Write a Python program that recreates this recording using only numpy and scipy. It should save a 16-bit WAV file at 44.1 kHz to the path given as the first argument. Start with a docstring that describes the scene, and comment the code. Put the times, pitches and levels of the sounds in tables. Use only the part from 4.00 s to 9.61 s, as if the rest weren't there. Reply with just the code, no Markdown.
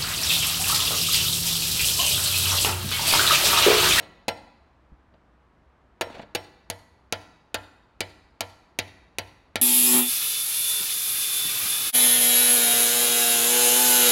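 """Hammer tapping a steel part on a bare engine on a garage floor: opening blows, a pause, a steady run. Each
blow cracks, rings the aluminium casting and, until it is driven home, the part, and shakes the floor; the sound
dies away in the workshop. The hammer touches down again lightly after a blow; the loose part knocks lightly,
then rattles and grates as it shifts. A soft bump and a low room rumble lie underneath."""
import sys
import numpy as np
from scipy import signal
from scipy.fft import rfft, irfft
from scipy.io import wavfile

SR = 44100
rng = np.random.default_rng(int(sys.argv[2]) if len(sys.argv) > 2 else 0)


def wrap_up_sound(samples):
    """Save the sound to the file named by the first command line argument, as 16-bit audio."""
    columns = np.atleast_2d(samples).T
    # keep every value between -1 and 1, then stretch to whole-number steps
    tamed = np.clip(columns, -1, 1)
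    steps = np.round(tamed * 32767).astype(np.int16)
    wavfile.write(sys.argv[1], SR, steps)


N = 247577
LEAD = SR // 4  # samples ahead of t = 0
EDGE_HZ = 16000

# hammer blows: t/s, force/dB, hollowness of the spot near 1.3 kHz/dB, slack of the part/0-1
HAMMER_BLOWS = [(-.065, -0.5, 2.5, 1), (0.2816, -2.5, 4.5, 0.9), (2.0106, -4, 6, 0.87),
                (2.3498, -2.5, 0.5, 0.65), (2.7005, -8.5, -1, 0.08), (3.1247, -3.5, 3, 0.16),
                (3.5438, -4.5, 8, 0.33), (4.006, -3, -3, 0.21), (4.4072, -6, 4.5, 0.23),
                (4.7888, 0.5, -4.5, 0.16), (5.185, -4, -3, 0), (5.5572, -2.5, 0, 0.2)]
# casting modes: f/Hz, level/dB, t60/s
CASTING_MODES = [(300.3, -43, 0.2), (477.6, -40, 0.2), (550, -39, 0.17), (626, -38, 0.19), (663, -37, 0.22),
                 (733, -43, .2), (866.3, -40.5, 0.14), (992, -51, 0.54), (1361, -40, 0.1),
                 (1370, -44, 0.25), (1500, -50, 0.058), (1755, -49.5, 0.2), (1790, -60.5, .7),
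                 (2060, -41.5, 0.05), (1957, -55, 0.73), (2020, -61.5, .7), (1920, -46, 0.12),
                 (2310, -46, 0.078), (2400, -51, 0.063), (2980, -44, 0.18), (2960, -50, 0.059),
                 (3040, -43.5, 0.17), (3100, -42, 0.069), (3280, -49, 0.21), (3980, -55.5, .1),
                 (3790, -39, 0.088), (4200, -48.5, 0.054), (3800, -52, 0.078), (4660, -47, 0.12),
                 (4694, -36, 0.082)]


def gain_of(db):
    """Decibels to amplitude."""
    return 10 ** (np.asarray(db) / 20)


def unit(x):
    """Scale to energy 1."""
    return x / np.sqrt(np.sum(x ** 2) + 1e-20)


def curve_at(points, hz):
    """Interpolate over log frequency."""
    f, value = np.transpose(points)
    return np.interp(np.log(hz + 1), np.log(f + 1), value)


def add(mix, at_s, sound):
    """Mix a sound in at at_s."""
    part = mix[LEAD + round(at_s * SR):][:len(sound)]
    part += sound[:len(part)]


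def colour(x, points, size=4096):
    """Minimum-phase filter; points: f/Hz, gain/dB."""
    log_gain = np.log(gain_of(curve_at(points, abs(np.fft.fftfreq(size, 1 / SR)))))
    taps = np.fft.ifft(np.exp(np.conj(signal.hilbert(log_gain)))).real[:size // 2]
    return signal.fftconvolve(x, taps)[:len(x)]


def sines(modes, t):
    """Damped sines, one row a mode."""
    hz, db, t60_s = np.transpose(modes)[:, :, None]
    return gain_of(db - 60 * t / t60_s) * np.sin(2 * np.pi * hz * t)


def engine_modes(t, count=520):
    """The engine's close, quickly damped modes, one row each, denser in the bass."""
    # clank spectrum: f/Hz, density/dB
    spectrum = [(120, -11.5), (190, 0), (380, -8.5), (600, 2), (900, -2), (1200, -10), (1700, 0.5),
                (2500, -1.5), (3200, -3), (4200, 0), (5300, -6.5), (6500, -7.5), (8000, -13),
                (16000, -19.5)]
    # clank decay: f/Hz, t60/s
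    decay = [(150, 0.075), (700, .09), (2000, 0.12), (4500, 0.062), (7000, 0.028), (15000, 0.033)]
    place = (np.arange(count) + rng.random(count))[:, None] / count
    hz = 110 + EDGE_HZ * place ** 2
    t60_s = curve_at(decay, hz)
    size = gain_of(curve_at(spectrum, hz)) * np.sqrt(place / t60_s)
    return unit(size) * 1e-3 ** (t / t60_s) * np.sin(2 * np.pi * hz * t)


def casting_ring(t):
    """The struck spot varies each casting mode's share and sign."""
    count = len(CASTING_MODES)
    share = rng.choice([-1, 1], count) * gain_of(2 * rng.standard_normal(count))
    return share @ sines(CASTING_MODES, t)


def contact_burst(t, decay_s):
    """Tiny contacts dying away; flat spectrum, energy 1."""
    envelope = np.exp(-t / decay_s)
    x = rng.standard_normal(len(t)) * envelope
    for _ in range(2):
        z = rfft(x)
        x = irfft(z / (abs(z) + 1e-12), len(t)) * np.sqrt(envelope)
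    return unit(x)


def crack(t, slack, crack_s=0.0019, chatter_s=0.0059, rebound_s=0.0018, reseat_s=0.0078):
    """Contact crack; a slack part turns it into chatter, then drops back into its seat."""
    # crack spectrum: f/Hz, density/dB
    spectrum = [(60, -12), (180, 3.5), (490, 5.5), (1200, -14.5), (1800, -2), (2500, 8), (3200, -2.5),
                (3950, 5), (5200, -9), (6500, 2), (7900, -9), (9600, -1), (12500, -10), (16000, -14.5)]
    contacts = [(0, gain_of(4) * np.sqrt(1 - slack), crack_s),
                (rebound_s, gain_of(4) * np.sqrt(slack), crack_s + chatter_s * slack),
                (reseat_s, gain_of(1) * slack, crack_s)]
    out = np.zeros(len(t))
    for delay_s, size, decay_s in contacts:
        contact = unit(colour(contact_burst(t, decay_s), spectrum))
        out += size * np.roll(contact, round(delay_s * SR))
    return out


def steel_ring(t, at_s, free_db=2.5, seated_db=-21, binds_s=2.45, bind_db_per_s=29.5):
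    """The part rings freely until it binds, then less as it is driven home."""
    # steel part modes: f/Hz, level/dB, t60/s
    modes = [(5521, -46, .24), (6791, -31, .033), (8465, -52, .32), (9878, -37, .04), (11886, -43, .085),
             (15730, -41, .035)]
    ring_db = max(free_db - bind_db_per_s * max(at_s - binds_s, 0), seated_db)
    return gain_of(ring_db) * sines(modes, t).sum(0)


def hammer(clank_db=-21.5, casting_db=2, wander=1.31):
    """Each blow cracks and rings engine and part; a hollow spot rings the casting more."""
    out, t = np.zeros(LEAD + N), np.arange(SR // 3) / SR
    modes = engine_modes(t)
    spot = rng.choice([-1, 1], len(modes))
    for at_s, force_db, hollow_db, slack in HAMMER_BLOWS:
        slack = np.clip(slack, 0.05, 0.9)
        blow = gain_of(clank_db) * (spot + wander * rng.standard_normal(len(spot))) @ modes
        blow += gain_of(casting_db + 0.16 * hollow_db) * casting_ring(t)
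        blow += crack(t, slack)
        # light blows, hollow spots and slack sound heavier
        weight_db = -4 - 0.95 * force_db + 0.1 * hollow_db + 8.5 * slack
        # treble grows more slowly than force; slack dulls it
        bright_db = -4.5 - 0.89 * force_db - 7 * slack ** 2
        tone = [(200, 0), (480, weight_db), (800, weight_db), (1350, hollow_db),
                (2100, 0), (4200, 0), (6500, bright_db)]
        add(out, at_s, gain_of(force_db) * (colour(blow, tone) + steel_ring(t, at_s)))
    return out


def boom(swell_s=0.005, db_per_force_db=0.3, slack_loss_db=4.8):
    """Blows shake the floor and drive the room's standing waves; a firm seat passes more."""
    # standing waves: f/Hz, level/dB, t60/s
    modes = [(94.5, -40, 0.53), (97.3, -48.5, 0.48), (69, -52, 0.51)]
    out, t = np.zeros(LEAD + N), np.arange(SR) / SR
    wave = sines(modes, t).sum(0) * (1 - np.exp(-t / swell_s))
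    for at_s, force_db, _, slack in HAMMER_BLOWS:
        add(out, at_s, gain_of(db_per_force_db * force_db - slack_loss_db * slack) * wave)
    return out


def workshop(x, floor_s=0.0083, build_s=0.008, wall_s=0.092, wall_width_s=0.0083, wall_db=-5):
    """Add a bounce off the concrete and a diffuse tail that swells as the far walls answer."""
    # floor echo, shaded by the engine: f/Hz, level/dB
    bounce_spectrum = [(300, -12), (800, -18), (3000, -18.5), (6000, -11), (14000, -27)]
    # tail strength: f/Hz, level/dB
    tail_spectrum = [(60, -9), (150, -11), (300, -13), (600, -19), (1000, -10), (1500, -13.5),
                     (1900, -16.5), (3000, -22.5), (4300, -17.5), (6000, -22), (10000, -22.5), (16000, -23)]
    # tail decay: f/Hz, t60/s
    decay = [(80, 1), (300, .85), (1000, .8), (2000, .9), (4500, .8), (9000, .62), (16000, .45)]
    t = np.arange(SR) / SR
    hz, frame_s, noise = signal.stft(rng.standard_normal(SR), SR, nperseg=256)
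    t60_s = curve_at(decay, hz)[:, None]
    tail = signal.istft(noise * 1e-3 ** (frame_s / t60_s), SR, nperseg=256)[1][:SR]
    tail *= 1 - np.exp(-(t / build_s) ** 2)
    tail *= 1 + gain_of(wall_db) * np.exp(-((t - wall_s) / wall_width_s) ** 2)
    bounce = colour(signal.unit_impulse(SR, round(floor_s * SR)), bounce_spectrum)
    return x + signal.fftconvolve(x, colour(unit(tail), tail_spectrum) + bounce)[:len(x)]


def air(rms_db=-60):
    """Steady low rumble and faint hiss of the garage."""
    # still room: f/Hz, density/dB
    spectrum = [(12, -36), (25, -19), (45, -12), (62, -2), (88, -13), (200, -17), (320, -17), (420, -22),
                (660, -21), (1000, -21), (1700, -28), (3300, -40), (8000, -55), (16000, -69)]
    shape = gain_of(curve_at(spectrum, np.fft.rfftfreq(N, 1 / SR)))
    noise = irfft(rfft(rng.standard_normal(N)) * shape, N)
    return gain_of(rms_db) * np.sqrt(N) * unit(noise)


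def rattle(gain_db=4, contact_s=0.004, grip_s=0.013):
    """Light knocks on the casting, quickly damped: the hammer touches down again just after a blow, and the
    loose part, held by a hand, knocks softly as it shifts."""
    # light knocks: t/s, force/dB
    knocks = [(.354, -23), (1.139, -24.5), (2.069, -14), (2.099, -12.5), (2.148, -13.5), (2.166, -12),
              (2.194, -6.5), (2.229, -13)]
    out, t = np.zeros(LEAD + N), np.arange(SR // 8) / SR
    modes = engine_modes(t)
    softness = [(700, 0), (1100, -6), (3800, -20), (6000, -32), (16000, -44)]
    for at_s, force_db in knocks:
        clank = unit(rng.choice([-1, 1], len(modes)) @ modes)
        body = (clank + unit(casting_ring(t))) * np.exp(-t / grip_s)
        knock = unit(signal.fftconvolve(contact_burst(t, contact_s), body)[:len(t)])
        add(out, at_s, gain_of(gain_db + force_db) * colour(knock, softness))
    return out


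def bump(rise_s=0.0056):
    """Dull bump on the floor as the worker shifts his weight."""
    # floor bumps: t/s, level/dB
    bumps = [(0.919, -34)]
    # thud modes: f/Hz, level/dB, t60/s
    modes = [(55, -0.5, 0.086), (135, -1.5, 0.048), (179, -4, 0.051), (293, -8, .04)]
    out, t = np.zeros(LEAD + N), np.arange(SR // 4) / SR
    thud = sines(modes, t).sum(0) * (1 - np.exp(-t / rise_s))
    for at_s, level_db in bumps:
        add(out, at_s, gain_of(level_db) * thud)
    return out


def scrape(start_s=2.06, rise_s=0.094, hold_s=0.068, release_s=0.017,
           gain_db=-23, slips_per_s=450, grip_s=0.012):
    """The part grates over the casting in tiny slips as the push builds, holds and lets go."""
    t, slide_s = np.arange(SR // 16) / SR, np.arange(-LEAD, N) / SR - start_s
    modes = engine_modes(t)
    body = unit(rng.choice([-1, 1], len(modes)) @ modes * np.exp(-t / grip_s))
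    slips = rng.standard_normal(LEAD + N) * (rng.random(LEAD + N) < slips_per_s / SR)
    release = 1 - (slide_s - rise_s - hold_s) / release_s
    push = np.clip(np.minimum(slide_s / rise_s, release), 0, 1)
    grating = signal.fftconvolve(slips * push, body)[:LEAD + N]
    tone = [(300, 2), (700, 0), (1100, -4), (3800, -6), (6000, -16), (16000, -26)]
    return gain_of(gain_db) * colour(grating, tone)


def scene():
    """All sources in the room, heard from above the engine; mono."""
    metal = workshop(hammer() + rattle() + scrape())
    return ((metal + boom() + bump())[LEAD:] + air())[None]


def record(dry):
    """Low-pass at EDGE_HZ."""
    taps = signal.firwin(255, EDGE_HZ, window=("kaiser", 9), fs=SR)
    return signal.oaconvolve(dry, taps[None], "same")


dry = scene()
out = record(dry)
wrap_up_sound(out)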